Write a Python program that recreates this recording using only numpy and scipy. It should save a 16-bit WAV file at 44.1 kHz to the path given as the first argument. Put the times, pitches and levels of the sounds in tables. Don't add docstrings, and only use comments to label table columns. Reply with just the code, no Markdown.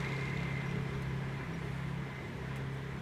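import sys
import numpy as np
from scipy import signal
from scipy.fft import rfft, irfft, next_fast_len
from scipy.io import wavfile
from scipy.ndimage import uniform_filter1d, map_coordinates

SR = 44100
rng = np.random.default_rng(int(sys.argv[2]) if len(sys.argv) > 2 else 0)


def dump(signal):
    limited = np.clip(np.atleast_2d(signal).T, -1, 1)
    pcm = np.round(limited * 32767).astype(np.int16)
    wavfile.write(sys.argv[1], SR, pcm)


def ratio(d):
    e = np.asarray(d, float) / 20
    return 10 ** e


N = 132741
TIME = np.arange(N) / SR


def unit(x):
    return x / np.sqrt(np.mean(x ** 2) + 1e-20)


def along(points, hz):
    f, v = np.transpose(points)
    return np.interp(np.log(hz + 1), np.log(f + 1), v)


def wobble(rate):
    knots = rng.standard_normal(int(N * 80 / SR) + 4)
    return map_coordinates(knots, [TIME * min(rate, 80)])


def filtered(x, response):
    m = next_fast_len(len(x) + 8192)
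    return irfft(rfft(x, m) * response(np.fft.rfftfreq(m, 1 / SR)), m)[:len(x)]


def rush(spectrum, patchy_db):
    z = signal.stft(rng.standard_normal(N), nperseg=512)[2]
    field = uniform_filter1d(rng.standard_normal(z.shape), size=6, axis=0)
    field = uniform_filter1d(field, size=12, axis=1)
    x = signal.istft(z * ratio(patchy_db * unit(field)), nperseg=512)[1][:N]
    return unit(filtered(x, lambda hz: ratio(along(spectrum, hz))))


def struck(t, db, t60, rise_s):
    return ratio(db - 60 * t / t60) * (1 - np.exp(-t / rise_s))


def add_at(out, s, sound):
    out[round(s * SR):][:len(sound)] += sound


# (frequency [Hz], density [dB per Hz])
TRAFFIC_SPECTRUM = [(12, -41), (20, -16), (86, -7), (114, -6.5), (140, -8), (243, -11), (404, -11),
                    (560, -21), (700, -23.5), (910, -29), (1540, -120)]
# (frequency [Hz], density [dB per Hz])
HISS_SPECTRUM = [(290, -52), (500, -7.5), (860, -5), (1400, -7), (2060, -5.5), (2600, -12.5), (4500, -23),
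                 (5850, -71), (9900, -120)]
# (frequency [Hz], density [dB per Hz])
AIR_SPECTRUM = [(2500, -5.5), (4200, -14), (5000, 0), (7000, -6), (10000, -10), (13500, -14), (15000, -17),
                (15700, -24)]


def street(near_db):
    rumble_db = -46.5 + 0.26 * near_db + 1.0 * wobble(4.5)
    hiss_db = -51 + 0.41 * near_db + 0.47 * wobble(5.9)
    air_db = -67.5 + 0.45 * near_db + 0.27 * wobble(3.65)
    rumble = ratio(rumble_db) * rush(TRAFFIC_SPECTRUM, patchy_db=1.5)
    hiss = ratio(hiss_db) * rush(HISS_SPECTRUM, patchy_db=1.0)
    return rumble + hiss + ratio(air_db) * rush(AIR_SPECTRUM, patchy_db=1.0)


# (time [s], low edge [Hz], high edge [Hz], level [dB])
FLECKS = [
    (.522, 8200, 10600, -74),
    (.638, 6200, 8500, -72),
    (1.172, 9600, 11200, -82),
    (1.242, 7500, 9100, -79),
    (1.381, 4100, 5800, -72),
    (1.73, 4150, 5170, -71),
    (2.288, 4600, 6370, -73),
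    (2.287, 10190, 11770, -81),
    (2.31, 6900, 8480, -77),
    (2.984, 5123, 6400, -73),
]


def flecks():
    half_s = 0.01
    out = np.zeros(N)
    for s, low, high, db in FLECKS:
        band = unit(filtered(rng.standard_normal(N), lambda f: (f > low) & (f < high)))
        out += ratio(db) * np.exp(-((TIME - s) / half_s) ** 4) * band
    return out


# (time [s], level [dB], decay t60 [s])
TAPS = [
    (1.02, -56, .035),
    (1.028, -61, .03),
    (2.556, -60, .012),
    (2.5585, -47.5, .02),
    (2.565, -52, 0.033),
    (2.575, -62, .08),
    (2.729, -66, .036),
    (2.745, -64, 0.048),
]
# (frequency [Hz], level [dB])
TAP_SPECTRUM = [(900, -28), (2000, 16), (4600, 0), (6200, 1), (7200, 3), (8300, 3), (12800, -2.5),
                (15500, -6)]
# (start [s], end [s], level [dB])
SCUFFS = [
    (1.555, 1.981, -74.5),
    (2.7, 2.801, -75),
]
# (frequency [Hz], density [dB per Hz])
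SCUFF_SPECTRUM = [(4000, -28), (7000, 5), (10000, 1), (13000, -8.5), (15000, -22)]


def shoe():
    push, t = np.zeros(N + SR), TIME[:4000]
    for s, db, t60 in TAPS:
        add_at(push, s, struck(t, db, t60, 0.00047) * rng.standard_normal(len(t)))
    taps = filtered(push[:N], lambda hz: ratio(along(TAP_SPECTRUM, hz)))
    stroke = np.zeros(N)
    for start, end, db in SCUFFS:
        ramp = np.minimum(TIME - start, end - TIME) / 0.028
        stroke += ratio(db) * np.clip(ramp, 0, 1)
    return taps + stroke * rush(SCUFF_SPECTRUM, patchy_db=-3.5)


# (frequency [Hz], level [dB], decay t60 [s])
ROD_MODES = [(1500, -52, .06), (2100, -52, .06), (3200, -58, .03), (3800, -59, .04), (5206, -65, .07),
             (6250, -62, .06), (8210, -66, .04), (9485, -69, .04), (12700, -68, .06), (13900, -72, .05)]
# (time [s], level [dB], extra level of the low modes [dB])
ROD_HITS = [
    (1.021, 2, -12),
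    (2.556, -12, 13),
    (2.559, 1, -3),
    (2.566, -6, 4),
    (2.573, -8, 2),
]


def kickstand():
    out, t = np.zeros(N + SR), TIME[:5000]
    for s, db, low_db in ROD_HITS:
        for hz, mode_db, t60 in ROD_MODES:
            level_db = db + mode_db + low_db * (hz < 4000) + rng.normal(0, 1.5)
            add_at(out, s, struck(t, level_db, t60, 0.00092) * np.sin(2 * np.pi * hz * t))
    return out[:N]


# (time [s], length [s], level [dB])
SQUEAKS = [
    (.655, .026, -62),
    (.685, .045, -70),
    (.75, .03, -76),
    (.95, .04, -72),
    (1.46, .04, -77),
    (1.53, .03, -68),
]


def brake():
    squeak_hz, blur_rad, octave_db = 5700, 1.3, -9
    grip = sum(ratio(db) * np.exp(-((TIME - s - d / 2) / (0.41 * d)) ** 2) for s, d, db in SQUEAKS)
    phase = 2 * np.pi * squeak_hz * TIME + blur_rad * wobble(70)
    flutter = ratio(4.0 * wobble(75.0))
    octave = ratio(octave_db) * np.sqrt(grip / grip.max()) * np.sin(2 * phase)
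    return grip * flutter * np.sqrt(2) * (np.sin(phase) + octave)


# (time [s], peak level [dB], frequency [Hz])
VALVE_TICKS = [(.004, -38, 3800), (.0472, -38, 4070), (.0688, -46, 3820), (.0908, -39, 3900),
               (.122, -40, 3970), (.149, -47, 3920), (.1657, -39, 3990), (.195, -43, 3780),
               (.2106, -39, 4000), (.2548, -38, 3900), (.2696, -46, 3740), (.29, -47, 3900),
               (.3, -43, 3700), (.3346, -49, 3520), (.345, -55, 3600), (.3731, -40, 3720),
               (.4035, -43, 3680), (.4319, -39, 3780), (.4614, -53, 3800), (.5656, -47, 3970),
               (.615, -48, 3680), (.659, -51, 3010), (.7123, -38, 3120), (.7572, -44, 3240),
               (.9068, -48, 3560), (.9512, -45, 3460)]


def valves(near_db):
    t60, upper_ratio, upper_db, snap_db = .0075, 1.13, -6, -11
    top_db, gain_db = -40, 4
    rattle_db, rattle_follows = -75.5, 1.68

    def bright(f):
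        return (f / 3500) ** 4 / (1 + (f / 3500) ** 4) / (1 + (f / 8300) ** 10)

    def rattle_colour(f):
        return bright(f) * (1 + 1.7 / (1 + ((f - 3900) / 450) ** 2))

    ticks, t = np.zeros(N + SR), TIME[:1500]
    for s, db, hz in VALVE_TICKS:
        snap = ratio(snap_db) * unit(filtered(rng.standard_normal(len(t)), bright))
        upper = ratio(upper_db) * np.sin(2 * np.pi * hz * upper_ratio * t)
        modes = np.sin(2 * np.pi * hz * t) + upper
        add_at(ticks, s, struck(t, min(db, top_db) + gain_db, t60, .0005) * (modes + snap))
    clumps_db = 2.6 * unit(uniform_filter1d(rng.standard_normal(N), size=60))
    grains = rng.standard_normal(N) * ratio(clumps_db)
    rattle = ratio(rattle_db + rattle_follows * near_db) * unit(filtered(grains, rattle_colour))
    return ticks[:N] + rattle


# (time [s], firing rate [Hz], exhaust drone [dB], upper partner [dB], casing ring [dB])
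ENGINE = [(0.0, 33.7, -41, -42, -61), (0.04, 33.93, -39.5, -47, -49.5), (0.43, 34.03, -39.5, -42.5, -51),
          (1.0, 33.47, -40, -48, -59.5), (1.15, 33.47, -38.5, -44.5, -62.5), (1.4, 33.81, -42.5, -57, -55),
          (1.42, 32.75, -42, -65.5, -56), (1.49, 32.59, -55, -42.5, -59.5),
          (1.68, 33.71, -41.5, -47, -61.5), (2.0, 34.06, -40, -43.5, -60), (2.08, 33.89, -45, -55, -66),
          (2.29, 33.37, -49.5, -50.5, -67), (2.51, 33.09, -40, -47, -62), (2.59, 33.66, -40.5, -68, -59.5),
          (2.7, 33.32, -41, -48, -84), (2.74, 33.74, -40.5, -62, -73), (2.89, 33.8, -43.5, -48, -68),
          (3.01, 34, -46, -44.5, -70)]


def controls():
    s, *cols = np.transpose(ENGINE)
    hz, drone_db, partner_db, ring_db = [np.interp(TIME, s, c) for c in cols]
    first_firing_s = .0143
    turns = np.cumsum(hz) / SR - first_firing_s * hz[0]
    return turns, drone_db, partner_db, ring_db


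# (frequency [Hz], width [Hz], level [dB])
CASING_MODES = [(380, 84, -1), (1008, 62, 3.5), (1670, 240, -1), (2370, 650, -12), (2630, 530, -17),
                (3400, 780, -13.5), (6860, 2400, -39)]


def casing(turns, near_db):
    level_db, burst_s, lag_s, scatter_db, steady = -55.5, 0.0096, -0.005, 4.5, 0.87
    idle_hz = ENGINE[0][1]
    cycle = turns - lag_s * idle_hz
    since = (cycle % 1) / idle_hz / burst_s
    size = ratio(scatter_db * rng.uniform(-1, 1, 200))[np.floor(cycle).astype(int) + 2]
    burst = (steady + size * since * np.exp(1 - since)) * rng.standard_normal(N)

    def body(f):
        total = 0
        for k, (hz, width, db) in enumerate(CASING_MODES):
            mode = 1j * f * width / (hz * hz - f * f + 1j * f * width)
            total = total + (-1) ** k * ratio(db) * mode
        return total / (1 + (f / 8000) ** 4) / (1 + (250 / (f + 1)) ** 4)

    return ratio(near_db + level_db) * unit(filtered(burst, body))


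# (frequency [Hz], width [Hz], level [dB])
PANELS = [(2350, 12, -11), (2440, 36, -9), (2670, 66, -13)]


def ring(turns, ring_db):
    ring_hz, spread_hz, width_hz, gain_db = 2100, 25, 55, 1.5
    sag_hz, sag_s = 40, .8
    ping_s, scatter_db, hum_mix = .0038, 1, .8
    ping_fade_s = 1.1

    def narrow(hz, width):
        return unit(filtered(rng.standard_normal(N), lambda f: 1 / (1 + ((f - hz) / width) ** 2)))

    firing = np.round(turns).astype(int)
    size, detune, start = rng.standard_normal((200, 3))[firing + 1].T
    since = (turns - firing) / ENGINE[0][1]
    drop = 1 - np.exp(-TIME / sag_s)
    hz = ring_hz - sag_hz * drop + spread_hz * detune
    pulse = ratio(scatter_db * size) * np.exp(-.5 * (since / ping_s) ** 2)
    ping = pulse * np.sin(2 * np.pi * (hz * since + start))
    near_hum = np.sqrt(1 - drop) * narrow(ring_hz, width_hz)
    hum = near_hum + np.sqrt(drop) * narrow(ring_hz - sag_hz, width_hz)
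    panels = sum(ratio(db) * narrow(centre, width) for centre, width, db in PANELS)
    main = unit(np.exp(-TIME / ping_fade_s) * unit(ping) + hum_mix * hum)
    swell = ratio(-57) * np.exp(-((TIME - 2.17) / .09) ** 2) * hum
    return ratio(ring_db + gain_db) * (main + panels) + swell


# (multiple of the firing rate, level re drone [dB])
WEAK_ORDERS = [(2, -11.5), (3, -29.5), (6, -11.5), (8, -22.5), (11, -26.5), (12, -18), (13, -19.5)]
# (time [s], level [dB])
BARK = [(0, 6), (.28, 5.5), (.4, -4.5), (.95, 4.5), (1.14, -7), (1.5, -13), (1.66, 6), (1.85, -15),
        (2.08, 4), (2.2, 2), (2.35, 6.5), (3, -5.5)]


def exhaust(turns, drone_db, partner_db):
    pipe_order, pipe_sharp = 5.2, .4
    follows, wander_db, blur_rad = .6, 3, .28
    bark_from = 9

    def tone(k, blur):
        turn = np.arctan((k - pipe_order) / pipe_sharp) - np.arctan((4 - pipe_order) / pipe_sharp)
        return np.sqrt(2) * np.cos(2 * np.pi * k * turns + turn + blur * wobble(6.885))

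    base_db = drone_db.mean() + follows * (drone_db - drone_db.mean())
    bark_db = np.interp(TIME, *np.transpose(BARK))
    weak = np.zeros(N)
    for k, db in WEAK_ORDERS:
        level_db = base_db + db + bark_db * (k > bark_from) + wander_db * wobble(6.29)
        weak += ratio(level_db) * tone(round(k), blur_rad * k / 2)
    drone = ratio(drone_db) * tone(4, 0.024)
    partner = ratio(partner_db + 2.2 * wobble(11)) * tone(5, 0.41)
    return drone + partner + weak


def scene():
    turns, drone_db, partner_db, ring_db = controls()
    near_db = 8.5 * np.exp(-TIME / 0.91)
    surroundings = street(near_db) + shoe() + kickstand() + brake()
    engine = valves(near_db) + casing(turns, near_db) + ring(turns, ring_db)
    engine = engine + exhaust(turns, drone_db, partner_db)
    mono = surroundings + engine
    return np.array([mono, mono])


def roll_off(x):
    return signal.sosfilt(signal.butter(12, 15710, fs=SR, output="sos"), x)


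def record(dry):
    side = flecks()
    return roll_off(dry + np.array([side, -side]))


dry = scene()
out = record(dry)
dump(out)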